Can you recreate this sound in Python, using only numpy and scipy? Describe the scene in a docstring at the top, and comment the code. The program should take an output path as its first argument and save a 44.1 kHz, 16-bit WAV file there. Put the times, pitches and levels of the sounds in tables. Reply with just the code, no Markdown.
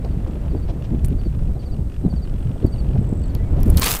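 """Model glider landing in a meadow

A model aircraft glides in, motor off, heard from its own back. Wind buffets the microphone
and the servo gears tick; crickets sing with their wings in the dry grass and a far bird calls.
Single stalks flick the hollow hull, then the belly bumps down, ploughs through the grass and stops."""
import sys
import numpy as np
from scipy import signal
from scipy.fft import rfft, irfft
from scipy.io import wavfile

SR = 44100
rng = np.random.default_rng(int(sys.argv[2]) if len(sys.argv) > 2 else 0)


def generate_wav(signal):
    """Clip the signal to [-1, 1] and save it as 16-bit WAV at the path in sys.argv[1]."""
    frames = np.transpose(np.atleast_2d(signal))
    scaled = np.clip(frames, -1, 1) * 32767
    pcm = np.round(scaled).astype(np.int16)
    wavfile.write(sys.argv[1], SR, pcm)


N = 176400
T = np.arange(N) / SR
BAND_EDGE_HZ = 15750

# Resonances of the hollow hull. 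Each row: pitch in Hz, bandwidth in Hz, relative level in dB.
HULL_MODES = [(630, 25, -9), (1102, 44, 6.5), (1960, 100, -8), (2390, 100, 2.5), (3100, 120, -3),
              (4400, 160, 0)]
# The belly hits the ground. Each row: start in seconds, gain in dB, free ring in seconds.
TOUCHDOWNS = [(3.8218, -25, 0.017), (3.8303, -23, 0.0074), (3.87, -40, 0.0027), (3.879, -32, 0.0058)]


def amp(db):
    """Decibels to gain."""
    return 10 ** (np.asarray(db) / 20)


def unit(x):
    """Scales to an rms of one."""
    return x / np.sqrt(np.mean(x ** 2) + 1e-20)


def fader(table, column):
    """Gain that rides one dB column of a time table."""
    rows = np.array(table)
    return amp(np.interp(T, rows[:, 0], rows[:, column]))


def add(mix, start, sound):
    """Mixes a sound in at a start time in seconds."""
    part = mix[max(round(start * SR), 0):][:len(sound)]
    part += sound[:len(part)]


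def colour(x, eq, peaks=()):
    """Shapes x with an EQ curve and optional resonances, at an rms of one."""
    hz = np.fft.rfftfreq(N, 1 / SR)
    eq_hz, eq_db = np.transpose(eq)
    shape_db = np.interp(np.log(hz + 1), np.log(eq_hz), eq_db)
    shape_db += sum(db / (1 + (2 * (hz - centre) / width) ** 2) for centre, width, db in peaks)
    return unit(irfft(rfft(x) * amp(shape_db), N))


def noise(eq, peaks=()):
    """Steady coloured noise."""
    return colour(rng.standard_normal(N), eq, peaks)


def waver(rate_hz, depth_db):
    """Random gain that wanders up to about the given rate."""
    hz = np.fft.rfftfreq(N, 1 / SR)
    band = hz / (hz + rate_hz / 10) / (1 + (hz / rate_hz) ** 4)
    drift = unit(irfft(rfft(rng.standard_normal(N)) * band, N))
    return unit(amp(depth_db * drift))


def swells(table):
    """Bell-shaped rises in level."""
    return sum(amp(db) * np.exp(-.5 * ((T - centre) / half) ** 2) for centre, half, db in table)


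def resonate(x, hz, width):
    """A resonance that follows the pitch curve hz."""
    turn = np.exp(2j * np.pi * np.cumsum(hz) / SR)
    pole = np.exp(-np.pi * width / SR)
    return 2 * (turn * signal.lfilter([1 - pole], [1, -pole], x / turn)).real


def wind():
    """Turbulence at the microphone: rumble, flutter, rush, puffs and a fine hiss."""
    # Airflow over the hull. Each row: time in seconds, then rumble, flutter and rush levels in dB.
    airflow = [(0, -19.5, -38, -52), (.3, -24.5, -33, -52), (.56, -18.5, -38.5, -51),
               (.75, -23, -34.5, -53), (1.05, -17, -37, -52.5), (1.28, -20.5, -39.5, -54),
               (1.38, -19.5, -37.5, -55), (1.52, -20, -36.5, -55.5), (1.64, -26, -38, -56),
               (1.8, -17.5, -35.5, -57), (1.93, -26, -43, -56), (2.06, -20, -38, -55),
               (2.38, -24, -37.5, -53.5), (2.5, -17.5, -35.5, -53), (2.59, -28, -38, -52.5),
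               (2.67, -19.5, -35.5, -52.5), (3.05, -18.5, -34, -52), (3.23, -21, -35, -53),
               (3.32, -19, -34.5, -50), (3.49, -19, -33.5, -51.5), (3.58, -13, -31, -48),
               (3.77, -12, -29, -44), (3.86, -23, -37, -34.5), (4, -26.5, -44.5, -37.5)]
    # Puffs of finer turbulence. Each row: centre in seconds, half length in seconds, level in dB.
    puff_swells = [(.056, 0.016, -34.5), (.455, 0.019, -38.5), (.697, 0.011, -34.5), (.94, 0.02, -40.5),
                   (1.568, .01, -39.5), (2.064, 0.016, -38), (2.13, 0.0045, -36), (2.565, 0.0072, -37.5),
                   (2.649, 0.0097, -34), (2.96, 0.01, -34), (3.128, 0.0065, -37), (3.578, 0.014, -32.5)]
    # The tone of each layer. Each row: frequency in Hz, relative level in dB.
    rumble_eq = [(10, -6), (25, 0.5), (65, 0), (100, -5), (150, -9), (220, -18), (400, -39), (900, -77)]
    flutter_eq = [(40, -36), (130, -6.5), (240, 0), (400, -6.5), (600, -12.5), (900, -22), (1500, -38),
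                  (4000, -88)]
    rush_eq = [(300, 5), (900, 2), (1300, 3), (2000, -1.5), (3500, -8.5), (6000, -22), (15000, -35)]
    puff_eq = [(150, -9), (400, 2), (700, 1.5), (950, -9), (1400, -20.5), (3000, -49)]
    hiss_eq = [(1000, -10), (4000, .5), (6500, -1), (8300, 2.5), (10000, -2.5), (14500, -3),
               (15500, -9), (16500, -27)]
    rumble = noise(rumble_eq) * fader(airflow, 1) * waver(rate_hz=33, depth_db=1.5)
    flutter = noise(flutter_eq) * fader(airflow, 2) * waver(rate_hz=32, depth_db=2)
    rush = noise(rush_eq) * fader(airflow, 3) * waver(rate_hz=63, depth_db=1.06)
    puffs = noise(puff_eq) * swells(puff_swells)
    return rumble + flutter + rush + puffs + amp(-62) * noise(hiss_eq)


def eddy(t, width, lean=.7):
    """A vortex passes: the pressure builds, plunges in its core and recovers."""
    u = t / width
    return (u ** 2 - 1 - lean * u) * np.exp(-.5 * u ** 2)


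def buffets():
    """Gusts shed uneven strings of eddies, the small ones faster; lone eddies knock on the microphone."""
    # Each row: centre in seconds, half length in seconds, peak in dB, eddy width in seconds.
    gusts = [(.07, 0.029, -18.5, 0.0022), (0.179, 0.0076, -14, 0.0019), (0.552, 0.012, -16.5, 0.001),
             (0.928, 0.008, -13, 0.0012), (1.127, 0.023, -18.5, 0.0011), (1.267, 0.0053, -16, 0.001084),
             (2.06, 0.012, -6.5, 0.0013), (2.637, 0.016, -13, 0.0012), (2.959, 0.016, -11, 0.00158),
             (2.996, 0.014, -10.5, 0.0013), (3.677, 0.015, -12.5, 0.001), (3.76, 0.027, -14.5, 0.0016)]
    # Each row: centre in seconds, width in seconds, level at the core in dB.
    lone_eddies = [(.265, .0003, -27), (.5497, .0004, -22), (.9485, .0011, -10.5), (1.1232, .0011, -13),
                   (2.1402, .0015, -12), (2.6487, .0007, -12), (2.651, .0028, -6), (2.652, .0009, -7.3),
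                   (3.053, .003, -12), (3.1281, .0011, -9), (3.573, .0024, -9), (3.6705, .0012, -11),
                   (3.761, .005, -8)]
    gap_widths, spread_db, width_spread = 5.38, 2.1, .29
    out, t = np.zeros(N), np.arange(-SR // 10, SR // 10) / SR
    for centre, half, db, width in gusts:
        late, loud, wide = rng.standard_normal((3, 15))
        lags = (np.arange(15) - 7 + .2 * late) * width * gap_widths
        gains = amp(spread_db * loud)
        widths = width * np.exp(width_spread * wide)
        string = sum(gain * eddy(t - lag, w) for gain, lag, w in zip(gains, lags, widths))
        string *= np.exp(-.5 * (t / half) ** 2)
        add(out, centre + t[0], amp(db) * string / abs(string).max())
    for centre, width, db in lone_eddies:
        add(out, centre + t[0], amp(db) * eddy(t, width))
    return out


def ground_crickets():
    """Fast trills of notes that rise and fall, each trill Doppler-bent as the aircraft passes over."""
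    # Each row: first and last note in seconds, top pitch in Hz, opening and closing level in dB.
    trills = [(0.037, .10, 8200, -62, -65), (0.282, .345, 8100, -63, -60), (.54, .60, 8000, -67, -62),
              (1.1, 1.74, 8700, -66, -63), (1.763, 2.71, 8540, -62, -62.5), (2.73, 2.86, 8700, -53, -61),
              (1.392, 1.45, 9300, -65, -64), (2.09, 2.135, 9200, -58, -63), (2.395, 2.46, 9200, -57, -61),
              (2.305, 2.99, 8280, -67, -60), (3.009, 3.282, 8110, -55.5, -51),
              (3.448, 3.535, 7900, -62, -55)]
    notes_per_s, note_width_s, turn_s = 48.3, .0034, .0015
    sweep_hz_per_s, doppler_hz_per_s = 190000, 250
    out = np.zeros(N)
    for first, last, top_hz, first_db, last_db in trills:
        notes = max(round((last - first) * notes_per_s), 0) + 1
        n = round(notes / notes_per_s * SR)
        pace = waver(rate_hz=12.2, depth_db=.25)[:n]
        stroke = np.cumsum(pace) * notes_per_s / SR % 1
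        lag = (stroke - .5) / notes_per_s  # seconds from mid-stroke
        hz = top_hz - sweep_hz_per_s * (np.hypot(lag, turn_s) - turn_s)
        hz -= doppler_hz_per_s * (T[:n] - T[n // 2])
        width = note_width_s * np.where(lag > 0, 1.3, .8)  # quick attack, slower release
        envelope = np.sin(np.pi * stroke) ** .5 * np.exp(-.5 * (lag / width) ** 2)
        trill = envelope * np.sin(2 * np.pi * np.cumsum(hz) / SR)
        add(out, first - .5 / notes_per_s, amp(np.linspace(first_db, last_db, n)) * trill)
    return out * waver(rate_hz=150, depth_db=2)


def field_crickets():
    """Each wing stroke is a pure note that sags as the wing slows."""
    # Each row: start in seconds, number of strokes, level in dB, change per stroke in dB, pitch in Hz.
    chirps = [(.040, 2, -62, 0, 4600), (0.496, 3, -60.5, .5, 4630), (1.182, 2, -56, 1.5, 4640),
              (1.589, 3, -54.5, 0, 4650), (2.094, 3, -51.5, 0, 4630), (2.656, 3, -51.5, 1, 4640),
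              (3.225, 3, -55, -3, 4540), (1.545, 1, -65, 0, 4050), (1.688, 1, -63, 0, 4080),
              (2.041, 1, -61.5, 3, 4000), (2.185, 1, -68, 0, 4050), (2.612, 1, -64, 0, 4280)]
    stroke_s, spacing_s, sag_hz = .036, .0615, 680
    out, stroke = np.zeros(N), np.arange(0, 1, 1 / (stroke_s * SR))
    envelope = np.sin(np.pi * stroke) ** .79
    for start, strokes, db, change_db, hz in chirps:
        for k in range(round(strokes)):
            pitch = hz + 25 * rng.standard_normal()
            pitch -= sag_hz * rng.uniform(1, 1.23) * stroke ** 4.2
            note = envelope * np.sin(2 * np.pi * np.cumsum(pitch) / SR)
            add(out, start + k * spacing_s, np.sqrt(2) * amp(db + k * change_db) * note)
    return out * waver(rate_hz=60, depth_db=1)


def grass_scatter(x, wet_db, decay_s=.015):
    """The grass scatters a call into a short diffuse tail."""
    t = np.arange(SR // 10) / SR
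    tail = rng.standard_normal(len(t)) * np.exp(-t / decay_s)
    return x + amp(wet_db) * signal.fftconvolve(x, tail / np.linalg.norm(tail))[:N]


def stalks():
    """Dry stalks snap on the hull: a broad crack, a brief ring and a faint brushing tail."""
    # Ticks, mostly from stalks. Each row: start in seconds, peak in dB, pitch in Hz, ring in seconds.
    ticks = [(.048, -44, 5700, .003), (1.0454, -30, 1500, 0.0024), (1.047, -25, 8700, 0.0016),
             (1.0524, -30, 10800, 0.0015), (1.0602, -25, 11000, 0.0003), (1.0844, -30.5, 11800, 0.00028),
             (2.6665, -32, 10900, .0004), (3.349, -27, 11900, 0.00056), (3.351, -26, 4130, 0.0013),
             (3.6317, -19.5, 12200, 0.00061), (3.632, -29, 6000, .001), (3.701, -19.5, 10800, 0.0025),
             (3.772, -10.5, 10900, 0.0003), (3.7737, -13, 4600, 0.00065), (3.7774, -11.5, 5940, 0.00039),
             (3.7971, -5, 14600, 0.00067), (3.8212, -6, 4400, 0.00068), (3.8297, -12, 3040, 0.0041),
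             (3.843, -6, 8400, 0.00086), (3.8713, -7.5, 2520, 0.0023), (3.8787, -17, 3300, .0012),
             (3.916, -12, 7500, .0004), (3.9252, -15, 9900, .0005), (3.99, -19, 13800, 0.0011)]
    width_hz, snap_gain, tail_db, tail_s = 3300, .165, -29, .011
    out, t = np.zeros(N), np.arange(SR // 20) / SR
    f = np.fft.rfftfreq(len(t), 1 / SR)
    for start, db, hz, ring_s in ticks:
        body = 1 / (1 + (2 * (f - hz) / width_hz) ** 2)
        snap = snap_gain * f ** 2 / (f ** 2 + (hz / 2) ** 2)
        crack = irfft(rfft(rng.standard_normal(len(t))) * (body + snap) * (f < BAND_EDGE_HZ), len(t))
        crack *= np.exp(-t / ring_s) + amp(tail_db) * np.exp(-t / tail_s)
        add(out, start, amp(db) * crack / abs(crack).max())
    return out


def servos():
    """Each control pulse nudges the gears into a tick; larger moves run on as a whirr."""
    # Servo moves. Each row: start in seconds, length in seconds, level in dB before the boost.
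    moves = [(0.09, .03, -57), (0.159, .11, -59), (0.312, .06, -53.5), (0.416, .08, -55),
             (0.824, .01, -51.5), (0.905, .01, -53), (0.951, .01, -56), (0.994, .01, -52),
             (1.084, .06, -53), (1.215, .03, -51.5), (1.328, .03, -55), (1.392, .01, -53.5),
             (1.434, .06, -56.5), (1.606, .03, -58), (1.745, .03, -55.5), (1.899, .08, -52.5),
             (2.14, .03, -54), (2.253, .05, -52), (2.34, .185, -52.5), (2.581, .08, -53),
             (2.739, .07, -53.5), (2.846, .14, -53.5), (3.043, .01, -55), (3.218, .09, -57),
             (3.57, .08, -53.5)]
    # Gear whirrs. Each row: centre in seconds, half length in seconds, level in dB.
    whirrs = [(.049, 0.0022, -42.5), (.275, 0.0052, -52.5), (.698, 0.013, -48.5), (.85, 0.0089, -49.5),
              (1.635, 0.013, -55), (2.98, .006, -55)]
    # Gear case resonances. Each row: frequency in Hz, bandwidth in Hz, lift in dB.
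    case_modes = [(2510, 160, 7), (2840, 190, 2.5), (3420, 250, 7.5)]
    # The tone of ticks and whirrs. Each row: frequency in Hz, relative level in dB.
    tick_eq = [(700, 6.5), (1400, 4.5), (2300, -4.5), (2900, 3.5), (3500, -7), (4500, -6), (6500, -16),
               (12000, -24)]
    whirr_eq = [(800, -5), (2000, 2), (3000, 5), (4200, -2), (5500, -1), (7000, -14), (14000, -26)]
    pulses_per_s, decay_s, boost_db = 45.6, .0015, 6.5
    envelope, u = np.zeros(N), np.arange(SR // 50) / SR / decay_s
    tick = (u / 2) ** 2 * np.exp(2 - u)  # peaks two decay times in
    for start, length, db in moves:
        for pulse in np.arange(start, start + length, 1 / pulses_per_s):
            add(envelope, pulse - 2 * decay_s, amp(db + boost_db) * tick)
    ticks = envelope * waver(rate_hz=25, depth_db=.8) * noise(tick_eq, case_modes)
    return ticks + swells(whirrs) * noise(whirr_eq)


def bird():
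    """A far bird gives two faint gliding whistles from the trees."""
    # Each row: centre and half length in seconds, level in dB, pitch in Hz, glide in Hz per second.
    notes = [(3.405, 0.02, -52.5, 1980, 1500), (3.466, 0.032, -57, 2250, -2500)]
    out = np.zeros(N)
    for centre, half, db, hz, glide in notes:
        t = T - centre
        out += swells([(centre, half, db)]) * np.sin(2 * np.pi * (hz + glide / 2 * t) * t)
    return out * waver(rate_hz=80, depth_db=2)


def belly_slide():
    """Small cracks rustle in the grass and sound through the hull, whose ring rises as it settles."""
    # Grass along the belly. Each row: time in seconds, scrape level in dB, rustle level in dB.
    slide = [(3.58, -82, -86), (3.607, -60, -48), (3.64, -67, -80), (3.66, -67, -48), (3.71, -64, -54),
             (3.735, -55, -56), (3.765, -55, -47), (3.78, -29.5, -32), (3.803, -43.5, -36.5),
             (3.818, -30, -30), (3.824, -22, -39), (3.832, -26, -25), (3.839, -24.5, -29),
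             (3.864, -21, -22), (3.876, -21, -25), (3.895, -26, -22.5), (3.94, -29, -26.5),
             (3.953, -37.5, -29.5), (3.972, -33, -31.5), (3.98, -53, -37), (4, -59, -41)]
    # The tone of hull scrape and grass rustle. Each row: frequency in Hz, relative level in dB.
    scrape_eq = [(150, 0), (500, 0), (900, -5.5), (1200, -1.5), (1600, -3), (2600, -1), (4500, -2.5),
                 (7000, -6), (10000, -6), (15000, -13.5)]
    rustle_eq = [(1000, -2), (3000, -13), (5000, -10.5), (8500, -4.5), (11000, -4), (14500, -2),
                 (15500, -3), (16000, -23)]
    cracks_per_s, spread_db, crack_s, grit = 2200, 3.6, .0005, .75
    ring_db, rise_per_s = -9.5, 1.3
    sizes = amp(spread_db * np.minimum(rng.exponential(1, N), 5))
    cracks = sizes * (rng.random(N) < cracks_per_s / SR)
    grains = unit(signal.lfilter([1], [1, -np.exp(-1 / (crack_s * SR))], cracks))
    scrape, rustle = rng.standard_normal((2, N)) * (grit * grains + 1 - grit)
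    pitch_ratio = 1 + rise_per_s * np.maximum(T - TOUCHDOWNS[0][0], 0)
    ring = unit(sum(amp(db) * resonate(scrape, hz * pitch_ratio, width) for hz, width, db in HULL_MODES))
    hull = colour(scrape, scrape_eq) + amp(ring_db) * ring
    return hull * fader(slide, 1) + colour(rustle, rustle_eq) * fader(slide, 2)


def bumps():
    """The hollow hull rings when it meets the ground, until the grass presses on it and stops it."""
    out, t = np.zeros(N), np.arange(SR // 10) / SR
    ring = sum(amp(db) * np.exp(-np.pi * width * t) * np.sin(2 * np.pi * hz * t)
               for hz, width, db in HULL_MODES)
    for start, db, free_s in TOUCHDOWNS:
        add(out, start, amp(db) * ring * np.exp(-(t / free_s) ** 4))
    return out


def scene():
    """Air, aircraft and meadow, mixed in mono."""
    crickets = grass_scatter(field_crickets(), wet_db=-17) + grass_scatter(ground_crickets(), wet_db=-12)
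    return (wind() + buffets() + servos() + crickets + bird() + stalks() + bumps() + belly_slide())[None]


def record(dry):
    """Clips at full scale, then cuts the highest treble."""
    lowpass = signal.firwin(255, BAND_EDGE_HZ, window=("kaiser", 8), fs=SR)
    return signal.oaconvolve(np.clip(dry, -1, 1), lowpass[None], "same")


dry = scene()
out = record(dry)
generate_wav(out)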